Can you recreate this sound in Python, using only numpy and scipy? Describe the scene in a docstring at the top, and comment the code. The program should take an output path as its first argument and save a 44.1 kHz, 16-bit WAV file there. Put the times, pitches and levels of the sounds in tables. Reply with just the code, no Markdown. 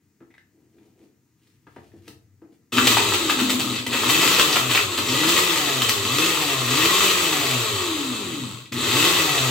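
"""A countertop blender with playing cards in its glass jar, in a small room with a faint house background.
First a hand settles on the lid: taps, rubs and ticks are short noise bursts, and the floor rumbles once.
Then six pulses spin the motor up against friction and air and let it coast: shaft orders drone through
the housing, four blades flick the cards in modulated noise, and caught cards are chopped and brake the rotor.
In the early pulses the loose cards also smack and boom; from about 5.3 s they lie wedged and the drone steadies."""
import sys
import numpy as np
from scipy import signal
from scipy.fft import rfft, irfft
from scipy.io import wavfile
from scipy.ndimage import uniform_filter1d

SR = 44100
rng = np.random.default_rng(int(sys.argv[2]) if len(sys.argv) > 2 else 0)


def transcribe(signal):
    """Save signal, clipped to [-1, 1], as a 16-bit WAV file at the path in sys.argv[1]."""
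    frames = np.atleast_2d(signal).T
    limited = np.clip(frames, -1, 1)
    pcm = np.round(limited * 32767).astype(np.int16)
    wavfile.write(sys.argv[1], SR, pcm)


N = 418950
TIME = np.arange(N) / SR

# All levels are relative, ahead of the gains and filters in the functions.
# Background noise of the house: f/Hz, density/dB
FLOOR_SPECTRUM = [(25, -24), (80, 1.5), (120, 3.5), (175, -1.5), (300, 2), (600, -23.5), (2000, -18.5),
                  (3400, -27), (6800, -20), (10000, -29.5), (16000, -23)]
FLOOR_DB = -64.5

# Reverberation time of the room: f/Hz, t60/s
REVERBERATION = [(100, 0.79), (2000, 0.29), (15000, 0.31)]
# Echo level over direct sound: f/Hz, level/dB
ECHO_LEVEL = [(100, -5.5), (330, -8), (900, -1), (3000, 1), (8000, 3.5)]
# Left-right correlation of the echoes: f/Hz, correlation/1
ECHO_LIKENESS = [(100, 0.87), (300, 0.79), (600, 0.63), (1200, 0.01)]
# Left minus right: f/Hz, level/dB
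STEREO_TILT = [(100, 3), (650, 1.6), (1290, 4), (8100, 0), (13000, 5.5)]

# The floor rumbles as the body shifts its weight: f/Hz, density/dB
BOARDS_SPECTRUM = [(30, -22), (75, 5), (125, 9), (220, -20), (3000, -70)]
SHIFT_S, SHIFT_HALF_S, SHIFT_DB = 2.02, 0.37, -57  # middle, half length, level

# Fingers and knuckles on lid and base: t/s, thud level/dB, click level/dB, decay/s
TAPS = [(0.204, -50, -54, 0.015), (0.217, -49.5, -56, 0.013), (1.668, -50, -46, 0.013),
        (1.762, -42, -41.5, 0.012), (1.782, -41, -57, 0.0096), (1.933, -50, -77, 0.028),
        (2.076, -48.5, -51, 0.017), (2.417, -47.5, -58, 0.025)]
# Spare cards in the hand tick on the plastic lid: t/s, level/dB, decay/s
LID_TICKS = [(.305, -56, 0.014), (.34, -44, .0035), (.35, -46, 0.0022), (.3805, -38, 0.0023),
             (.783, -55, .005), (1.917, -52, .005)]
# Hand and sleeve slide: middle t/s, half length/s, rumble level/dB, swish level/dB
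RUBS = [(0.607, 0.075, -59.5, -82), (0.828, 0.098, -55.5, -71.5), (1.028, 0.05, -52.5, -70),
        (1.478, 0.076, -71, -67.5), (1.862, 0.19, -82, -68.5), (2.083, 0.033, -53, -56),
        (2.53, 0.02, -55, -68)]
# Spectrum of thuds, and of the rumble under the drone: f/Hz, density/dB
THUD_SPECTRUM = [(40, -24), (100, -17), (190, -8), (300, 0), (440, -7), (520, -15), (1500, -33),
                 (5000, -60)]
# Spectrum of the clicks of taps: f/Hz, density/dB
CLICK_SPECTRUM = [(200, -14), (700, 3), (1500, 3), (2700, -9), (3600, -15), (16000, -43)]
# Spectrum of cards on the lid: f/Hz, density/dB
LID_SPECTRUM = [(300, -19), (1300, -11), (2000, 2), (2600, -10), (3100, -17), (3650, -10), (4300, -22),
                (16000, -39)]
# Spectrum of the sliding sleeve: f/Hz, density/dB
SWISH_SPECTRUM = [(350, -27), (1470, -11), (2500, -6), (16000, -19.5)]
# Resonance of the appliance under the pressing hand: f/Hz, width/Hz, lift/dB
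HAND_MODES = [(336.5, 19, 8.5)]

# The pulse button is held: on t/s, off t/s, starting pull/(Hz/s), cards level/dB, base level/dB
PULSES = [(2.72, 2.933, 874, 2, 1.5), (3.864, 4.287, 861, -.5, -2), (4.97, 5.399, 642, -1, -1.5),
          (6.032, 6.279, 754, -1.25, -2), (6.672, 7.046, 695, -0.5, -1), (8.717, 9.096, 850, 1, .5)]
# The blades catch a card: t/s, level/dB, decay/s, extra treble/dB
CATCHES = [(2.7684, -20.5, 0.016, -6), (2.869, -16, 0.0084, 1.5), (2.968, -15, 0.013, -6.5),
           (3.135, -18.5, 0.01, -2), (3.294, -20, 0.014, -3), (3.386, -25, 0.03, -2.5),
           (3.493, -27, 0.028, 1.5), (3.593, -26, 0.018, 1), (3.92, -26.5, 0.056, -5),
           (4.088, -20.5, 0.021, 0.5), (4.206, -23.5, 0.031, -0.5), (4.31, -21.5, 0.025, -3),
           (4.382, -22, 0.023, 0.5), (4.555, -17.5, 0.015, -5.5), (4.697, -27, 0.044, 0),
           (4.747, -17.5, 0.018, -6.5), (4.974, -22, 0.014, -2.5), (5.232, -19, 0.0091, -2.5),
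           (5.284, -24, 0.014, 3), (5.817, -22, 0.0096, 1.5), (5.885, -24.5, 0.011, 7)]
CRUISE_HZ = 150  # reference shaft speed
PULL_FADE_HZ = 282  # speed over which the pull falls by a factor e
FRICTION_HZ_PER_S, AIR_HZ_PER_S = 88.6, 58.7  # braking; that of the air holds at cruising speed
BITE_HZ_PER_S = 1460  # braking by a caught card at 0 dB

# Level of the base while coasting, and its lift under power
BASE_DB, BASE_POWERED_DB = -31.5, 1.5
BASE_STANDSTILL = 0.88  # share of the shaking that a powered motor has before it turns
# Level of the cards at cruising speed, gain per doubling of speed, and lift under power
CARDS_DB, CARDS_DB_PER_OCTAVE, CARDS_POWERED_DB = -20, 5.5, 2.26
CARDS_STALL_HZ, BASE_STALL_HZ = 14.2, 25.6  # below these speeds cards and base fall quiet
# Cards press onto the blades (+) or are tossed clear (-): middle t/s, half length/s, level/dB
PACK_SHIFTS = [(3.723, 0.083, 6), (4.649, 0.042, -2), (4.876, 0.028, -4.5), (5.046, 0.06, -4),
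               (7.09, 0.067, 2)]

# Shaft orders: multiple of speed/1, fast level/dB, slow level/dB, crawling level/dB, change under power/dB
ORDERS = [(1, -1, -5.5, -15, 0), (2, -1, -12, -12, 2), (3, -2.5, -16, -15, -4), (4, -9, 3, -4, -4),
          (5, 8.5, -8, -9, -9), (6, 8.5, -19, -7, -12), (8, -14, -14, 1, -4)]
WEDGED_S = 5.32  # by now the cards have stopped flying about
LOOSE_DB_PER_ORDER = -0.67  # while they fly, the high orders are weaker
WHINE_FADE_DB_PER_HZ = 0.1  # orders above 4 fade beyond cruising speed
# Spectrum of the base: f/Hz, density/dB
HOUSING_SPECTRUM = [(25, -63), (55, -17), (80, -14), (110, 3), (145, -5), (200, -5.5), (260, 1), (320, 3.5),
                    (400, -1.5), (560, -14), (950, -18.5), (2500, -14.5)]
# Resonances of the base on its table: f/Hz, width/Hz, lift/dB
BASE_MODES = [(126, 18, 5), (249, 14, 6), (365, 20, 3), (440, 24, 4), (710, 170, 6)]

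# The switch closes and the coupling jerks: t/s, level/dB, decay/s
JERKS = [(2.72, -24, 0.5), (3.864, -8, 0.0035), (8.72, -22, 0.016)]
# The tumbling pack jolts the rotor and the base booms: t/s, level/dB, decay/s
BOOMS = [(2.745, -22, 0.085), (3.405, -17, 0.051), (3.52, -24, 0.05), (3.635, -23.5, 0.1)]
# Spectrum of the booms: f/Hz, density/dB
BOOM_SPECTRUM = [(60, -24), (190, -15), (250, 9.5), (285, 4), (370, -13), (900, -43), (5000, -66)]

# Resonances of the jar and the air in it: f/Hz, width/Hz, lift/dB
JAR_MODES = [(895, 140, 5), (1094, 92, 6.5), (1263, 184, 7.5), (1953, 53, 5.5), (2023, 23, 2.5),
             (2420, 38, 4.5), (2611, 118, 8), (3094, 87, 4.5), (3560, 34, 3), (4640, 130, 2.5)]
# Spectrum of the jar at speed: f/Hz, density/dB
RUSH_SPECTRUM = [(30, -58), (75, -6), (240, -18), (400, 1), (740, -14), (1230, -5.5), (1530, -10),
                 (1900, -1.5), (2180, -5), (2630, -1.5), (3640, 0.5), (5350, -8.5), (7870, -5), (9320, -17),
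                 (12900, -12), (16000, -15)]
# Spectrum of the slow flicks: f/Hz, density/dB
FLICK_SPECTRUM = [(30, -41), (75, -22), (240, -13.5), (400, -3), (740, -14.5), (1220, -7), (1560, -12.5),
                  (2590, -7.5), (3870, 1), (5430, -16.5), (7870, -3.5), (8760, -18.5), (16000, -22.5)]
# Spectrum of the chops: f/Hz, density/dB
CHOP_SPECTRUM = [(30, -30), (100, -20.5), (300, -0.5), (650, -7), (1000, -8), (3700, 2), (5500, -7.5),
                 (8000, -4), (9500, -15.5), (15800, -9)]
# A card smacks the glass or a blade: t/s, level/dB, decay/s, f/Hz
SMACKS = [(2.781, -8, 0.007, 1800), (2.872, -3.5, 0.0035, 2900), (2.969, -8, 0.0023, 960),
          (3.122, -14.5, 0.0034, 1280), (3.139, -16, 0.0029, 2794), (3.296, -8, 0.0025, 1240),
          (3.602, -15, .002, 3150), (3.759, -17, 0.0059, 3140), (3.78, -22, .014, 2797),
          (4.034, -11.5, .003, 1287), (4.388, -13, 0.0019, 1260), (4.527, -12.5, .012, 4010),
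          (4.568, -8.5, 0.0029, 1286), (4.753, -10.5, .003, 2410), (4.774, -6, 0.0036, 2192),
          (5.085, -16.5, 0.018, 3506), (5.235, -8, 0.0028, 940), (5.282, -14, 0.0063, 3570),
          (8.583, -34, 0.0041, 2964), (8.655, -37, 0.0098, 2996)]
EVEN_HZ = 90  # below this speed the blade passes grow alike
CRACKLE_DB, CRACKLE_HZ = 5, 696  # the card gives way in uneven snaps: their spread and rate
TEAR_HZ = 4150  # above this a caught card tears rather than slaps

EDGE_HZ = 15900  # upper band limit


def amp(db):
    """Amplitude ratio: 20 dB are a factor of ten."""
    return 10 ** (np.asarray(db) / 20)


def unit(x):
    """Normalization: scales a signal to rms 1."""
    return x / np.sqrt(np.mean(x ** 2) + 1e-20)


def read(points, hz):
    """Interpolation along a logarithmic frequency axis."""
    f, value = np.transpose(points)
    return np.interp(np.log(hz + 1), np.log(f + 1), value)


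def noise():
    """White noise: equal mean power at all frequencies, rms 1."""
    return rng.standard_normal(N)


def drift(hz, size=26208):
    """Low-passed random fluctuation of rms 1, with content up to about hz."""
    duration = N / SR
    f = np.fft.rfftfreq(size, duration / size)
    spectrum = rfft(rng.standard_normal(size)) * np.exp(-(f / hz) ** 2)
    slow = unit(irfft(spectrum, size))
    return np.interp(TIME, np.linspace(0, duration, size), slow)


def colour(x, spectrum, modes=(), size=8192):
    """Minimum-phase filtering: a broad spectrum with resonances, of impulse-response energy 1."""
    hz = abs(np.fft.fftfreq(size, 1 / SR))
    db = np.maximum(read(spectrum, hz), -90)
    db = db + sum(lift / (1 + (2 * (hz - f) / width) ** 2) for f, width, lift in modes)
    # the phase follows from the log magnitude by the Hilbert transform
    response = np.exp(np.conj(signal.hilbert(np.log(amp(db)))))
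    taps = np.fft.ifft(response).real[:size // 2]
    return signal.oaconvolve(x, taps / np.linalg.norm(taps))[:N]


def bursts(rows, rise=0.00033):
    """Impact envelopes (t/s, level/dB, decay/s): fast rise, exponential decay, powers added."""
    power = np.zeros(N)
    for s, db, length in rows:
        part = power[int(s * SR):][:SR // 3]
        t = TIME[:len(part)]
        part += (amp(db) * (1 - np.exp(-t / rise)) * np.exp(-t / length)) ** 2
    return np.sqrt(power)


def swell(middle, half):
    """Gaussian envelope: a smooth rise and fall around its middle."""
    return np.exp(-((TIME - middle) / half) ** 2)


def house():
    """Ambient noise: steady random sound of the house with a fixed spectrum."""
    return amp(FLOOR_DB) * colour(noise(), FLOOR_SPECTRUM)


def echoes(size=22050, count=12):
    """Reverberation: sparse random echoes with frequency-dependent decay, as left and right spectra."""
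    taps = np.zeros((2, size))
    at = np.arange(SR // 400, size - count, count)
    at = at + rng.integers(0, count, (2, len(at)))
    np.put_along_axis(taps, at, rng.choice([-1., 1.], at.shape), 1)
    hz, t, z = signal.stft(taps, SR, nperseg=512)
    z = z * 1000. ** (-t / read(REVERBERATION, hz)[:, None])  # 60 dB down after t60
    tail = signal.istft(z, SR)[1][:, :size]
    tail = rfft(tail / np.linalg.norm(tail[0]), axis=1)
    same = np.clip(read(ECHO_LIKENESS, np.fft.rfftfreq(size, 1 / SR)), -1, 1)
    right = same * tail[0] + np.sqrt(1 - same ** 2) * tail[1]
    return np.array([tail[0], right])


def tumbling(count=7):
    """Moving source: blades whirl round the jar, so sound takes shifting paths of constant total power."""
    weights = np.array([drift(20.8) for _ in range(count)])
    return weights / np.linalg.norm(weights, axis=0)


def room(x, paths, size=22050):
    """Superposition: direct sound, one sample earlier at left, plus a set of echoes for each path's weight."""
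    hz, lead = np.fft.rfftfreq(size, 1 / SR), SR // 100
    wet = amp(read(ECHO_LEVEL, hz))
    ports = amp(np.outer([.5, -.5], read(STEREO_TILT, hz))) / np.sqrt(1 + wet ** 2)
    direct = np.array([np.ones(len(hz)), np.exp(-2j * np.pi * hz / SR)])
    out = np.zeros((2, N))
    for weight, spectrum in [(0.96, direct)] + [(path, wet * echoes()) for path in paths]:
        # the lead keeps what precedes time zero, and is cut off again
        response = np.roll(irfft(ports * spectrum, size, axis=1), lead, 1)
        out += signal.oaconvolve((weight * x)[None], response, axes=1)[:, lead:lead + N]
    return out


def floorboards():
    """Structure-borne sound: the floor rumbles in one slow swell as the body shifts its weight."""
    return colour(noise() * amp(SHIFT_DB) * swell(SHIFT_S, SHIFT_HALF_S), BOARDS_SPECTRUM)


def taps_and_rubs():
    """Impact and friction: a tap is a dull thud with a click, a rub a soft rumble with a swish."""
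    thuds = bursts([(s, db, length) for s, db, _, length in TAPS], rise=0.0034)
    clicks = bursts([(s, db, length) for s, _, db, length in TAPS], rise=0.00055)
    rumble = sum(amp(db) * swell(s, half) for s, half, db, _ in RUBS)
    swish = sum(amp(db) * swell(s, half) for s, half, _, db in RUBS)
    low = colour(noise() * (amp(8.5) * thuds + rumble), THUD_SPECTRUM, HAND_MODES)
    click_sound = colour(noise() * clicks, CLICK_SPECTRUM)
    swish_sound = colour(noise() * swish * amp(4.8 * drift(150)), SWISH_SPECTRUM)
    return low + click_sound + swish_sound


def lid_ticks():
    """Light impact: spare cards tick on the plastic lid in very short bursts."""
    return colour(noise() * bursts(LID_TICKS, rise=0.0002), LID_SPECTRUM)


def motor(size=64):
    """Balance of torques: pull fades with shaft speed (turns/s); friction, air and caught cards brake."""
    t = TIME[::size]
    pull = sum(force * np.clip(np.minimum(t - on, off - t) * SR / size, 0, 1)
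               for on, off, force, _, _ in PULSES)
    bites = bursts([row[:3] for row in CATCHES])[::size]
    hz, speeds = 0, []
    for force, bite in zip(pull, bites):
        drive = force * np.exp(-hz / PULL_FADE_HZ)
        drag = BITE_HZ_PER_S * bite + FRICTION_HZ_PER_S + AIR_HZ_PER_S * (hz / CRUISE_HZ) ** 2
        hz = max(hz + (drive - drag) * size / SR, 1)
        speeds.append(hz)
    return uniform_filter1d(np.interp(TIME, t, speeds), size=1500)


def levels(speed, powered):
    """Excitation grows with speed and power; each pulse throws the cards into a new lie."""
    on, _, _, cards_db, base_db = np.transpose(PULSES)
    pulse = np.maximum(np.searchsorted(on, TIME) - 1, 0)
    shake = amp(BASE_DB + base_db[pulse] + BASE_POWERED_DB * powered)
    shake = shake * np.maximum(BASE_STANDSTILL * powered, np.tanh((speed / BASE_STALL_HZ) ** 2))
    shift_db = sum(db * swell(s, half) for s, half, db in PACK_SHIFTS)
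    speed_db = CARDS_DB_PER_OCTAVE * np.log2(speed / CRUISE_HZ)
    load = amp(CARDS_DB + cards_db[pulse] + CARDS_POWERED_DB * powered + speed_db + shift_db)
    return shake, load * np.tanh((speed / CARDS_STALL_HZ) ** 2)


def drone(turns, speed, powered):
    """Forced vibration: shaft orders, rumble and mains buzz, all heard through the resonant housing."""
    # at speed the unbalanced shaft leads; when it slows, the blades knocking on the cards take over
    fast = np.clip((speed - 95) / 45, 0, 1)
    crawl = np.clip((62 - speed) / 18, 0, 1)
    slow = 1 - fast - crawl
    # loose cards jolt the rotor and blur its tones until they wedge in the jar
    loose = np.clip((WEDGED_S - TIME) / .2, 0, 1)
    overspeed = np.maximum(speed - CRUISE_HZ, 0)
    lines = np.zeros(N)
    for k, fast_db, slow_db, crawl_db, power_db in ORDERS:
        db = fast * fast_db + crawl * crawl_db + slow * slow_db + powered * power_db
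        # the rocking base roughens the lowest orders most
        db = db + (2.3 if k < 4 else .6) * drift(28)
        db = db + LOOSE_DB_PER_ORDER * k * loose - WHINE_FADE_DB_PER_HZ * overspeed * (k > 4)
        jolts = (.08 + .65 * loose * np.minimum(k * speed / 600, 2)) * drift(45)
        lines += amp(db) * np.sin(2 * np.pi * (k * turns + rng.random()) + jolts)
    lines *= np.minimum(speed / 35, 1)
    # the current, and with it the buzz, is largest while the rotor is still slow
    mains = 2 * np.pi * 120 * TIME
    harmonics = .5 * np.sin(mains) + 1.2 * np.sin(2 * mains) + .4 * np.sin(3 * mains)
    buzz = powered * np.exp(-speed / 70) * harmonics
    rumble = colour(noise(), THUD_SPECTRUM) * amp(-13 + 4 * fast + 5 * powered + 3 * loose)
    vibration = (lines + buzz + rumble) * (TIME > PULSES[0][0])
    return unit(colour(vibration, HOUSING_SPECTRUM, BASE_MODES))


def jerks():
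    """Transient excitation: the closing switch and jerking coupling knock on the jar."""
    return colour(noise() * bursts(JERKS, rise=0.0025), RUSH_SPECTRUM, JAR_MODES)


def booms():
    """Impulse response: the base booms when the tumbling pack jolts the rotor."""
    return colour(noise() * bursts(BOOMS, rise=0.0033), BOOM_SPECTRUM)


def smacks():
    """Resonance: each smack is a short knock around its own pitch, ringing the jar."""
    out = np.zeros(N)
    for s, db, length, hz in SMACKS:
        spectrum = [(hz / 3, -20), (hz / 1.2, 0), (hz * 1.2, 0), (hz * 8, -45)]
        out += colour(noise() * bursts([(s, db, length)], rise=0.00066), spectrum, JAR_MODES)
    return out


def strikes(turns, speed, ring, scatter_db, count=4):
    """Periodic impact: each blade pass has its own force and decays with time constant ring/s."""
    passes = turns * count
    index = passes.astype(int)
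    # a slow rotor only strokes the cards, evenly
    chance = np.clip(rng.standard_normal(N), -2, 2)
    force = amp(scatter_db * np.tanh(speed / EVEN_HZ) * chance)[index]
    shape = force * np.exp(-(passes - index) / (count * speed) / ring)
    return shape / np.sqrt(abs(uniform_filter1d(shape ** 2, size=4000)) + 1e-9)


def chops(turns, speed):
    """Fracture noise: a caught card takes a quick run of blade strikes, a slap with a tearing hiss above."""
    crackle = unit(amp(CRACKLE_DB * drift(CRACKLE_HZ)))
    blows = colour(noise() * crackle, CHOP_SPECTRUM, JAR_MODES)
    slap = signal.sosfiltfilt(signal.butter(2, TEAR_HZ, fs=SR, output="sos"), blows)
    slaps = bursts([(s, db, length) for s, db, length, _ in CATCHES], rise=0.0041)
    tears = bursts([(s, db + treble_db, length) for s, db, length, treble_db in CATCHES], rise=0.0032)
    run = amp(11.0) * (0.98 * strikes(turns, speed, ring=0.0032, scatter_db=-1) + 0.2)
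    return run * (slap * slaps + (blows - slap) * tears)


def cards(turns, speed, powered):
    """Amplitude modulation: flicks at low speed thicken into a rush of air and fluttering card."""
    share = np.maximum(np.clip((speed - 45) / 130, .15, .85), 0.24 * powered)
    # between flicks the blades keep scraping along the cards
    flicks = noise() * (0.7 * strikes(turns, speed, ring=0.0021, scatter_db=4.0) + 0.21)
    rush = noise() * unit(amp(3.3 * drift(360) + 0.52 * drift(41)))
    flicking = np.sqrt(1 - share) * colour(flicks, FLICK_SPECTRUM, JAR_MODES)
    return flicking + np.sqrt(share) * colour(rush, RUSH_SPECTRUM, JAR_MODES)


def blender():
    """Common excitation: one shaft speed drives the drone of the base and the blades in the jar."""
    speed = motor()
    turns = np.cumsum(speed) / SR
    held = sum(1. * ((TIME > on) & (TIME < off)) for on, off, *_ in PULSES)
    powered = uniform_filter1d(held, size=300)
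    started = np.clip((TIME - PULSES[0][0]) / 0.016, 0, 1)
    shake, load = levels(speed, powered)
    base = started * shake * drone(turns, speed, powered) + jerks() + booms()
    jar = started * load * cards(turns, speed, powered) + chops(turns, speed) + smacks()
    return base, jar


def scene():
    """Superposition of house, hand, base and jar in one room; only the jar's paths shift."""
    handling = floorboards() + taps_and_rubs() + lid_ticks()
    base, jar = blender()
    still = house() + handling + base
    return room(still, [1]) + room(jar, tumbling())


def record(dry):
    """Transduction: the microphone sheds the deepest bass and clips the highest peaks; a band limit follows."""
    thin = signal.sosfilt(signal.butter(2, 50, "high", fs=SR, output="sos"), dry)
    clipped = np.clip(thin, -.9, .9)
    low_pass = signal.firwin(511, EDGE_HZ, window=("kaiser", 8), fs=SR)
    return signal.oaconvolve(clipped, low_pass[None], "same")


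dry = scene()
out = record(dry)
transcribe(out)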